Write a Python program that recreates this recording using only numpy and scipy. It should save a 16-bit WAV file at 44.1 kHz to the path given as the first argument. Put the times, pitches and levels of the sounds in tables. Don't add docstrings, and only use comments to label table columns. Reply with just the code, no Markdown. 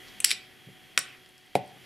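import sys
import numpy as np
from scipy import signal
from scipy.fft import rfft, irfft
from scipy.io import wavfile
from scipy.ndimage import uniform_filter1d

SR = 44100
rng = np.random.default_rng(int(sys.argv[2]) if len(sys.argv) > 2 else 0)


def dump(signal):
    limited = np.clip(np.atleast_2d(signal).T, -1, 1)
    pcm = np.round(limited * 32767).astype(np.int16)
    wavfile.write(sys.argv[1], SR, pcm)


N = 81585
T = np.arange(N) / SR


def gain_of(db):
    return 10 ** (np.asarray(db) / 20)


def evened(x):
    return x / np.sqrt(np.mean(x ** 2) + 1e-20)


def read(points, hz):
    f, value = np.transpose(points)
    return np.interp(np.log(hz + 1), np.log(f + 1), value)


def curve(points):
    return np.interp(T, *np.transpose(points))


def filtered(x, order, hz, kind):
    return signal.sosfilt(signal.butter(order, hz, kind, fs=SR, output="sos"), x)


def hiss(spectrum, same):
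    hz = np.fft.rfftfreq(N, 1 / SR)
    left, other = rfft(rng.standard_normal((2, N)), axis=1)
    right = same * left + np.sqrt(1 - same ** 2) * other
    return evened(irfft(np.array([left, right]) * gain_of(read(spectrum, hz)), N, axis=1))


def ring(modes, rise, step):
    t = T[:SR // 3]
    total = np.zeros(len(t))
    for k, (hz, db, t60) in enumerate(modes):
        total += step ** k * gain_of(db - 60 * t / t60) * np.sin(2 * np.pi * hz * t)
    return (1 - np.exp(-t / rise)) * total


def fan_tones():
    # (frequency [Hz], waver rate [1/s], amplitude over the background level [dB])
    fan = [(130.68, 16, -11.5), (368.4, 8, -7.5), (745.6, 8, -7.5), (1956, 26, -10.5), (3274, 10, -4)]
    tones = 0
    for hz, rate, db in fan:
        waver = evened(uniform_filter1d(rng.standard_normal(N), round(SR / rate)))
        loudness = gain_of(db) * (1 + 0.12 * waver)
        tones = tones + loudness * np.sin(2 * np.pi * (hz * T + 0.033 * waver))
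    return tones


def background():
    # (frequency [Hz], relative density [dB per Hz])
    noise_colour = [(20, -15), (70, -11.5), (120, -6), (250, -6), (370, -7.5), (520, -14), (750, -14),
                    (1000, -18), (1400, -15), (1900, -8.5), (2600, -11.5), (3250, -8.5), (3700, -17),
                    (5500, -23), (7500, -25.5), (8600, -29), (9500, -22.5), (14400, -26.5), (15200, -60),
                    (16500, -58)]
    # (frequency [Hz], likeness [-1 to 1])
    likeness = [(60, 0.08), (180, 0.04), (550, 0.66), (1650, 0.94), (4970, 1), (15000, 0.9)]
    # (time [s], level [dB])
    level = [(0.0, -53), (0.266, -54.5), (0.462, -58.5), (1.086, -57.5), (1.364, -61.5), (1.606, -61),
             (1.73, -58.5), (1.85, -56)]
    noise_over_db = 3
    same = np.clip(read(likeness, np.fft.rfftfreq(N, 1 / SR)), -1, 1)
    noise = gain_of(noise_over_db) * hiss(noise_colour, same)
    return gain_of(curve(level)) * (noise + fan_tones())


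def hand_rustle():
    # (time [s], level [dB])
    strength = [(0, -92), (.06, -63), (.085, -53), (.11, -61.5), (.2, -62), (.4, -87), (1.7, -63.5),
                (1.78, -82.5), (1.83, -69), (1.85, -62.5)]
    # (frequency [Hz], relative density [dB per Hz])
    colour = [(100, 7.5), (400, -17.5), (1000, 1), (2000, -2), (4500, 9), (7000, -4.5), (15000, -26)]
    grain = gain_of(1.9 * evened(uniform_filter1d(rng.standard_normal(N), 60)))
    return gain_of(curve(strength)) * evened(grain * hiss(colour, 1.0))


def plastic(part, tilt_db, widen):
    # (frequency [Hz], width [Hz], level [dB])
    rim = [(1948, 178, -0.5), (3100, 390, 8.5), (4790, 160, 2.5), (5360, 71, -4), (6300, 280, -2.5),
           (7160, 280, -7.5), (7890, 190, 1), (9420, 140, -11.5), (10630, 270, -2.5), (11706, 92, -25),
           (13310, 67, -28), (14140, 260, -26)]
    barrel = [(1420, 99, 2), (2306, 167, 9), (3730, 450, 14.5), (5626, 48, -6.5), (6420, 73, -13),
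              (7620, 210, 0.5), (9550, 140, -4.5), (10400, 72, -29), (10570, 30, -19), (11580, 170, -18),
              (12900, 160, -20), (14200, 220, -16)]
    metal_band = [(2570, 310, -4.5), (4000, 390, -15.5), (6270, 250, -10.5), (8140, 206, -1),
                  (9360, 190, -1), (10600, 220, -11), (10800, 370, -2), (13200, 400, -14),
                  (14200, 200, -25.5)]
    grip = [(1454, 500, -12), (2340, 191, -0.5), (3640, 160, -5), (4170, 170, -4.5), (5370, 620, -0.5),
            (6960, 290, -11), (7933, 490, -1.5), (9040, 220, -17), (10400, 340, -4), (12900, 350, -21),
            (14100, 250, -33)]
    edge_mode = (15600, 500, -22.5)
    finger_damping = {"rim": 2.01, "barrel": 2.39, "band": 1.43, "grip": 1.33}
    tilt_hz, rise_s = 5000, 0.00029
    parts = {"rim": rim, "barrel": barrel, "band": metal_band, "grip": grip}
    modes = []
    for hz, width, db in parts[part] + [edge_mode]:
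        tilted_db = db + tilt_db * np.log2(hz / tilt_hz)
        t60 = 1.92 / (width * finger_damping[part] * widen)
        modes.append((hz, tilted_db, t60))
    return np.sqrt(widen) * ring(modes, rise_s / widen, -1.042)[:2048]


def pen_knocks():
    # (time [s], part, level [dB], tilt [dB/octave])
    knocks = [(0.2031, "band", -16.5, -1), (0.206, "band", -35, -18.5), (0.2063, "band", -22.5, -1),
              (0.244, "rim", -11.5, 1), (0.2447, "rim", -13.5, -1), (0.2467, "rim", -10, 11),
              (0.2476, "rim", -22.5, -10), (.2720, "grip", -27, 5), (0.3141, "grip", -10, -1.5),
              (0.9765, "barrel", -10, 0.5), (0.9781, "barrel", -22, 1), (.9792, "barrel", -23.5, -1),
              (0.9844, "barrel", -31, -6), (.9900, "band", -20, 7), (1.261, "rim", -49.5, -3.5),
              (1.291, "band", -50, 0.5), (1.380, "rim", -49, 2), (1.463, "band", -53, 2.5),
              (1.5522, "grip", -28.5, 4), (1.5537, "grip", -24, -10), (1.661, "band", -56, 5),
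              (1.678, "band", -46.5, -3.5)]
    spread_damp = 2.4
    out = np.zeros((2, N))
    for s, part, db, tilt_db in knocks:
        taps = np.array([plastic(part, tilt_db, 1), plastic(part, tilt_db, spread_damp)])
        out[:, round(s * SR):][:, :2048] += gain_of(db) * taps
    return out


def cap_slide():
    # (time [s], level [dB])
    slide_force = [(.248, -60), (.253, -48), (.261, -47), (.266, -57), (.278, -50), (.290, -50.5),
                   (.302, -51.5), (.309, -39), (.322, -48.5), (.332, -55), (.345, -77)]
    slips_per_s, slip_spread_db = 2800, 4.2
    grip_db = -3.5
    slip_damp = 1.5
    hits = rng.random((2, N)) < slips_per_s / SR
    strength = gain_of(slip_spread_db * np.minimum(rng.exponential(1, (2, N)), 3))
    slips = hits * strength * rng.choice([-1, 1], (2, N))
    sliding = (T > slide_force[0][0]) & (T < slide_force[-1][0])
    force = evened(slips) * gain_of(curve(slide_force)) * sliding * gain_of([[0], [grip_db]])
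    on_rim = signal.oaconvolve(force[0], plastic("rim", 0, slip_damp))
    on_grip = signal.oaconvolve(force[1], plastic("grip", 0, slip_damp))
    return (on_rim + on_grip)[:N]


def pen():
    return filtered(pen_knocks() + cap_slide(), 2, 800., "high")


def room(x):
    # (frequency [Hz], t60 [s])
    quick_t60 = [(150, 0.46), (500, 0.13), (1200, 0.12), (2500, 0.33), (5000, 0.12), (9000, 0.2),
                 (15000, 0.06)]
    # (frequency [Hz], level [dB])
    tail_colour = [(150, -3.5), (600, -8.5), (1500, -11.5), (3000, -14.5), (6000, -5), (14000, -15.5)]
    # (frequency [Hz], level [dB])
    slow_level = [(300, -32), (800, -14.5), (1500, -8.5), (2500, -6.5), (4500, -17.5), (9000, -36.5)]
    slow_t60, gap_s, width = 0.6, 0.005, 0.35
    length = SR // 2
    hz, t, z = signal.stft(rng.standard_normal((2, length)), SR, nperseg=128)
    t60 = read(quick_t60, hz)[:, None]
    quick = gain_of(-60 * t / t60)
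    slow = gain_of(read(slow_level, hz)[:, None] - 60 * t / slow_t60)
    colour = gain_of(read(tail_colour, hz))[:, None] * np.sqrt(14 / SR / t60)
    tail = signal.istft(z * (quick + slow) * colour, SR, nperseg=128)[1][:, :length]
    mid, side = tail * (T[:length] > gap_s)
    stereo = np.array([mid + width * side, mid - width * side])
    return signal.fftconvolve(x[None], stereo, axes=1)[:, :N]


def desk():
    # (time [s], level [dB], contact [s])
    blows = [(.325, -41, 0.0024), (.666, -29, 0.0059), (0.673, -28.5, 0.0048), (0.6858, -36, 0.0028),
             (0.9757, -32.5, 0.0019), (1.5535, -15, 0.001), (1.638, -49, 0.0036), (1.761, -41.5, 0.0027)]
    # (frequency [Hz], level [dB], t60 [s])
    desk_modes = [(140, -12, 0.11), (194, -10, 0.088), (308, -11, 0.054), (447, -3.5, 0.053),
                  (575, 7, 0.021), (593, -12.5, 0.22), (723, 12, 0.028), (748.6, -9.5, 0.33),
                  (801, -7, 0.11), (875, -15, 0.18), (1020, -16, 0.066)]
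    force = np.zeros(N)
    for s, db, contact in blows:
        u = np.clip((T - s) / contact, 0, 1)
        push = np.sin(np.pi * u) ** 2
        force += gain_of(db) * push / push.sum()
    wood = -signal.oaconvolve(force, ring(desk_modes, 0.00042, 0.96))[:N]
    return filtered(wood, 3, [140., 1100.], "band")


def finger_rub():
    # (time [s], level [dB], centre of the band [Hz])
    rub_path = [(1.03, -78, 3117), (1.08, -50, 2810), (1.111, -53.5, 2518), (1.155, -53.5, 2020),
                (1.189, -80, 1884)]
    width_hz = 990
    s, db, hz = np.transpose(rub_path)
    noise = rng.standard_normal(N) + 1j * rng.standard_normal(N)
    band = filtered(noise, 2, width_hz / 2, "low")
    carrier = np.exp(2j * np.pi * np.cumsum(np.interp(T, s, hz)) / SR)
    rubbing = (T > s[0]) & (T < s[-1])
    return evened((band * carrier).real) * gain_of(np.interp(T, s, db)) * rubbing


def page_slap():
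    # (frequency [Hz], relative density [dB per Hz])
    slap_colour = [(1200, -12.5), (2200, 2.5), (4500, -8), (6500, -16), (10000, -9), (14500, -22),
                   (16500, -35)]
    start_s, level_db, t60 = 1.553, -30.5, 0.064
    fall = gain_of(level_db - 60 * np.abs(T - start_s) / t60)
    return hiss(slap_colour, 0.94) * fall * (T > start_s)


def scene():
    lean_db = 0.25
    direct, spread = pen()
    wood = desk()
    near = (direct + wood) * gain_of([[lean_db], [-lean_db]])
    tail = room(spread + wood)
    return near + tail + finger_rub() + page_slap() + background() + hand_rustle()


def record(dry):
    edge_hz = 16700
    lowpass = signal.firwin(511, edge_hz, window=("kaiser", 9), fs=SR)
    return signal.oaconvolve(dry, lowpass[None], "same")


dry = scene()
out = record(dry)
dump(out)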